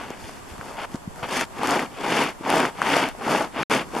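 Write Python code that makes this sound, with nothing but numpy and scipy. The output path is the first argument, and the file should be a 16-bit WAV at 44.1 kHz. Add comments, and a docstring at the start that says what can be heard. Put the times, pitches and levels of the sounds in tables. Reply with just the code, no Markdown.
"""A light scuff on crusty packed snow, close to the microphone and a little to the left: a rubber boot
shifts, flexes with soft thuds, then sweeps back and forth. Each sweep crushes a dense, jerky shower of
ice grains; loose bits tick, and now and then a piece of crust snaps. Behind it lie distant outdoor air,
a breeze on the microphone and the recorder's thin whine. Near the end the sound drops out for a moment."""
import sys
import numpy as np
from scipy import signal
from scipy.fft import rfft, irfft
from scipy.io import wavfile
from scipy.ndimage import uniform_filter1d

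SR = 44100
rng = np.random.default_rng(int(sys.argv[2]) if len(sys.argv) > 2 else 0)


def bounce(signal):
    """Save signal as a 16-bit WAV file at the path given by the first command-line argument."""
    frames = np.transpose(np.atleast_2d(signal))
    limited = np.clip(frames, -1, 1)
    pcm = np.round(limited * 32767).astype(np.int16)
    wavfile.write(sys.argv[1], SR, pcm)


N = 176400

# Grain sizes underfoot: packed snow, crumbs, crust, powder
# (low edge [Hz], high edge [Hz], rate [1/s], size scatter [dB], swell flatness [exponent], sag [dB])
GRAINS = [(60, 496, 3000, 3, 2.544, -4.5), (487, 1592, 3500, 4.5, 2.54, -7.5),
          (1436, 4590, 3500, 3.5, 2.24, -7.5), (3920, 17000, 7000, 4.5, 1.9, -11)]
# Crushed snow from close up (frequency [Hz], level [dB])
SNOW_TONE = [(35, -42.5), (60, -32), (81, -32.5), (135, -9.5), (251, -2), (399, -4.5), (469, -3.5),
             (916, -2.5), (1750, -9), (2780, -10.5), (3500, -15), (4020, -22), (4510, -18.5), (8040, -24.5),
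             (10400, -28), (12800, -35.5), (15000, -50)]
# Narrow peaks that colour the crunch, from nearby reflections (frequency [Hz], width [Hz], boost [dB])
CRUNCH_PEAKS = [(250, 34, 1.5), (284, 29, 3.5), (397, 40, 3), (651, 32, 2.5), (825, 15, 5.5),
                (922.1, 22, 5.5), (2216, 230, 2), (2854, 47, 1)]
# Stereo width of the crunch at the microphone (frequency [Hz], side level [dB])
CRUNCH_WIDTH = [(150, -39), (500, -11.5), (1100, -16.5), (2300, -16.5), (3500, -9.5), (6000, -6),
                (12000, -7)]


def snow_crunch(t):
    """Grains of four sizes break under the sole, all jerking together as it catches and slips."""
    hz = np.arange(N // 2 + 1) * SR / N + 1
    peaks_db = sum(db / (1 + (2 * (hz - centre) / width) ** 2) for centre, width, db in CRUNCH_PEAKS)
    tone = curve(SNOW_TONE) * undb(peaks_db)
    jerks_per_s = 170
    shared_jerk_db = 1.15 * wander(jerks_per_s)
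    crunch = 0
    for size, (low, high, rate, scatter_db, flatness, sag_db) in enumerate(GRAINS):
        band = tone / np.sqrt((1 + (low / hz) ** 10) * (1 + (hz / high) ** 10))
        mid, side = (unit(colour(shower(rate, scatter_db), band)) for _ in range(2))
        grains = stereo(mid, colour(side, curve(CRUNCH_WIDTH)))
        jerk = unit(undb(shared_jerk_db + .9 * wander(jerks_per_s)))
        crunch = crunch + grains * jerk * sole_pressure(t, size, flatness, sag_db)
    return crunch


# Sweeps of the sole across the snow
# (start [s], hardest [s], end [s], packed snow [dB], crumbs [dB], crust [dB], powder [dB])
SWEEPS = [ (-.15, -0.004, .22, -42, -37, -40.5, -52), (0.034, 0.276, 0.47, -47.5, -48, -47.5, -49.5),
          (0.436, 0.507, .60, -48.5, -52, -49.5, -53), (0.458, 0.697, .90, -45, -41, -49, -51.5),
          (0.688, 0.852, 0.86, -44, -31.5, -37, -50.5), (0.872, 0.953, 0.97, -40.5, -42, -47.5, -48),
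          (1.133, 1.194, 1.26, -44.5, -40.5, -51, -51.5), (1.22, 1.234, 1.277, -40, -30.5, -34, -52),
          (1.225, 1.396, 1.46, -32, -27.5, -27, -32), (1.515, 1.73, 1.89, -26.5, -22, -28.5, -36),
          (1.893, 2.211, 2.335, -27.5, -24, -25.5, -35), (2.394, 2.571, 2.729, -25, -21, -26, -35),
          (2.727, 2.961, 3.13, -26.5, -22, -24, -34.5), (3.157, 3.353, 3.495, -25, -23, -29.5, -36),
          (3.513, 3.632, 3.69, -27.5, -26.5, -27.5, -43), (3.648, 3.733, 3.85, -24, -22, -24, -34.5),
          (3.752, 3.896, 3.98, -46, -48.5, -60, -59), (3.887, 3.98, 4.12, -30, -30.5, -38, -41.5)]


def sole_pressure(t, size, flatness, sag_db):
    """Gain of one grain size: each sweep swells to its hardest moment, sags as it grinds on, and stops."""
    edge_db, stop_steepness = -33, 4.9  # level at both ends of a sweep; how abruptly the sole stops
    power = 0
    for start, hardest, end, *levels_db in SWEEPS:
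        before = np.clip((hardest - t) / (hardest - start), 0, 2)
        after = np.clip((t - hardest) / (end - hardest), 0, 2)
        swell_db = edge_db * before ** flatness
        fall_db = sag_db * after + (edge_db - sag_db) * after ** stop_steepness
        power = power + undb(levels_db[size] + swell_db + fall_db) ** 2
    return np.sqrt(power)


# Crust breaking under the boot (time [s], knock level [dB], pitch [Hz], tick level [dB])
SNAPS = [(.104, -23, 740, -23.5), (.294, -26.5, 900, -31.5), (0.581, -28.5, 1100, -30),
         (.612, -18, 1400, -31), (.835, -25, 1100, -37), (.957, -27, 700, -25.5), (1.160, -31, 1500, -31.5),
         (1.231, -27, 1000, -32), (1.4114, -12, 1800, -10), (1.6334, -8.5, 830, -18),
         (1.6726, -26, 1496, -13), (1.693, -30, 1463, -17), (1.7055, -25, 1500, -18),
         (1.7087, -24, 1500, -10.5), (1.729, -28, 850, -24), (1.7594, -14, 1400, -20.5),
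         (1.7936, -8.5, 1900, -28), (2.238, -30, 1400, -15), (2.409, -29, 350, -44.5),
         (2.465, -15.5, 800, -36), (2.5025, -7.5, 800, -8.5), (2.602, -10.5, 700, -12),
         (2.652, -7.5, 1420, -28), (2.786, -22.5, 1003, -42), (2.8181, -2.5, 1250, -19),
         (2.967, -4.5, 650, -11), (3.088, -26, 1500, -17.5), (3.150, -25.5, 700, -48),
         (3.3176, -24, 1299, -12), (3.724, -12.5, 900, -14.5), (3.951, -16, 700, -23)]
# Colour of a snap at close range (frequency [Hz], gain [dB])
SNAP_TONE = [(40, -29), (130, 0), (260, -1.5), (3000, -0.5), (7000, -1.5), (11000, -4.5), (15000, -18)]


def crust_snaps(t):
    """A piece of crust gives way: a sharp tick, a very short knock and a brief crumble."""
    tick_decay_s, crumble_decay_s, crumble_below_db = .00037, .0061, 19
    knock, tick, crumble = np.zeros((3, N))
    for at, db, hz, tick_db in SNAPS:
        near = (t >= at) & (t < at + .1)
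        age = t[near] - at
        knock[near] += undb(db) * damped_swing(age, hz, rise_cycles=.45)
        tick[near] += undb(tick_db) * np.exp(-age / tick_decay_s)
        crumble[near] += undb(db - crumble_below_db) * np.exp(-age / crumble_decay_s)
    bits = unit(colour(shower(per_s=2700, scatter_db=4), curve(SNOW_TONE)))
    crack = stereo(np.sign(rng.standard_normal(N)), rng.random(N) - .5)
    return colour(knock + tick * crack + crumble * bits, curve(SNAP_TONE))


# Thuds of the rubber, near the microphone (time [s], level [dB], pitch [Hz])
THUDS = [(.105, -21.5, 348), (0.236, -37, 75), (0.514, -36.5, 69.6), (.590, -30, 152.5), (.944, -16.5, 216),
         (.953, -31, 247.4), (1.0745, -20.5, 169), (1.084, -35.5, 139), (1.228, -27.5, 130),
         (2.408, -27.5, 280)]


def boot_thuds(t):
    """The rubber boot flexes and bumps the ground."""
    return sum(undb(db) * damped_swing(t - at, hz, rise_cycles=.617, squeeze=2.75)
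               for at, db, hz in THUDS)


# Ice bits landing around the boot (frequency [Hz], level [dB])
LOOSE_ICE_TONE = [(300, -17), (1200, 1), (3000, -7), (5000, -2.5), (11000, 3), (15000, -11)]


def loose_ice(t):
    """Loose bits of ice tick on the crust, louder while powder flies."""
    mid, side = (unit(colour(shower(per_s=82, scatter_db=1), curve(LOOSE_ICE_TONE))) for _ in range(2))
    *_, flatness, sag_db = GRAINS[-1]
    powder = sole_pressure(t, -1, flatness, sag_db)
    return undb(-22.5) * stereo(mid, .43 * side) * powder ** .72  # follows 72% of the powder's dB swing


# Open air in the distance (frequency [Hz], level [dB])
AIR_TONE = [(30, -6), (90, -0.5), (220, -1), (550, -4.5), (920, -1.5), (1250, -7), (2500, -16), (4700, -21),
            (8000, -21.5), (11000, -24), (13000, -27.5), (15000, -52)]


def outdoor_air():
    """A wide, distant hush whose level wavers slightly."""
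    mid, side = (noise(curve(AIR_TONE)) for _ in range(2))
    return undb(-44.5 + .93 * wander(per_s=6.8)) * stereo(mid, undb(-1) * side)


# Wind rumble right at the microphone (frequency [Hz], level [dB])
BREEZE_TONE = [(15, 12), (40, 22), (80, -1), (130, -16), (300, -36)]


def breeze():
    """A light breeze buffets the microphone in small gusts."""
    mid, side = (noise(curve(BREEZE_TONE)) for _ in range(2))
    gusts = unit(undb(3 * wander(per_s=7.8)))
    return undb(-49.5) * gusts * stereo(undb(-8.5) * mid, side)


def recorder_whine(pitch_hz=7671, half_width_hz=73):
    """The recorder's own faint whistle, a narrow band of noise."""
    hz = np.arange(N // 2 + 1) * SR / N
    return undb(-63) * noise(1 / (1 + ((hz - pitch_hz) / half_width_hz) ** 2))


def undb(db):
    """Decibels to gain."""
    return 10 ** (np.asarray(db) / 20)


def unit(x):
    """Scale to rms 1."""
    return x / np.sqrt(np.mean(x ** 2))


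def curve(points):
    """Gain at every frequency from (frequency [Hz], level [dB]) points."""
    hz, db = np.array(points, float).T
    return undb(np.interp(np.log(np.arange(N // 2 + 1) * SR / N + 1), np.log(hz), db))


def colour(x, gain):
    """Filter by a gain per frequency."""
    return irfft(rfft(x) * gain, N)


def noise(gain):
    """Noise of rms 1, shaped by a gain per frequency."""
    return unit(colour(rng.standard_normal(N), gain))


def wander(per_s):
    """Smooth random drift of rms 1."""
    hold = int(SR / per_s)
    steps = rng.standard_normal(2000)[np.arange(N) // hold]
    return unit(uniform_filter1d(steps, hold))


def shower(per_s, scatter_db):
    """Clicks at random moments, with scattered sizes."""
    hits = rng.random(N) < per_s / SR
    polarity = np.sign(rng.standard_normal(N))
    sizes = undb(scatter_db * np.minimum(rng.standard_normal(N), 3))
    return unit(hits * polarity * sizes)


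def damped_swing(t, hz, rise_cycles, squeeze=1):
    """A heavily damped sine; its envelope peaks after rise_cycles, and squeeze narrows that peak."""
    age = np.clip(t * hz / rise_cycles, 0, 50)
    return (age * np.exp(1 - age)) ** squeeze * np.sin(2 * np.pi * hz * t)


def stereo(mid, side):
    """Left and right from mid and side."""
    return np.array([mid + side, mid - side])


# The boot's place, left of the microphone (frequency [Hz], left over right [dB])
LEFT_BIAS = [(100, 0), (300, 0.1), (600, 0.5), (1100, 3.5), (2000, 2.3), (4000, 1), (12000, 2)]


def scene():
    """The boot, close and a little to the left, over the outdoor background."""
    t = np.arange(N) / SR
    left, right = snow_crunch(t) + loose_ice(t) + crust_snaps(t) + boot_thuds(t)
    left_lead_rad = .11
    lean = np.sqrt(curve(LEFT_BIAS)) * np.exp(.5j * left_lead_rad)  # each channel takes half
    boot = np.array([colour(left, lean), colour(right, 1 / lean)])
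    return boot + outdoor_air() + breeze() + recorder_whine()


# Notches of the microphone housing (frequency [Hz], width [Hz])
HOUSING_NOTCHES = [(3940, 190), (7870, 210)]


def record(dry):
    """The sound drops out briefly; the housing notches the treble and rolls it off, and the top is cut."""
    t = np.arange(N) / SR
    dropout_start_s, dropout_end_s = 3.632, 3.6985
    notch_depth, roll_off_hz, top_hz = .95, 13800, 15200
    sound = dry * ((t < dropout_start_s) | (t > dropout_end_s))
    for hz, width in HOUSING_NOTCHES:
        notched = signal.lfilter(*signal.iirnotch(hz, hz / width, fs=SR), sound)
        sound = sound + notch_depth * (notched - sound)
    sound = signal.sosfilt(signal.butter(8, roll_off_hz, fs=SR, output="sos"), sound)
    return signal.sosfilt(signal.ellip(8, .2, 70, top_hz, fs=SR, output="sos"), sound)


dry = scene()
out = record(dry)
bounce(out)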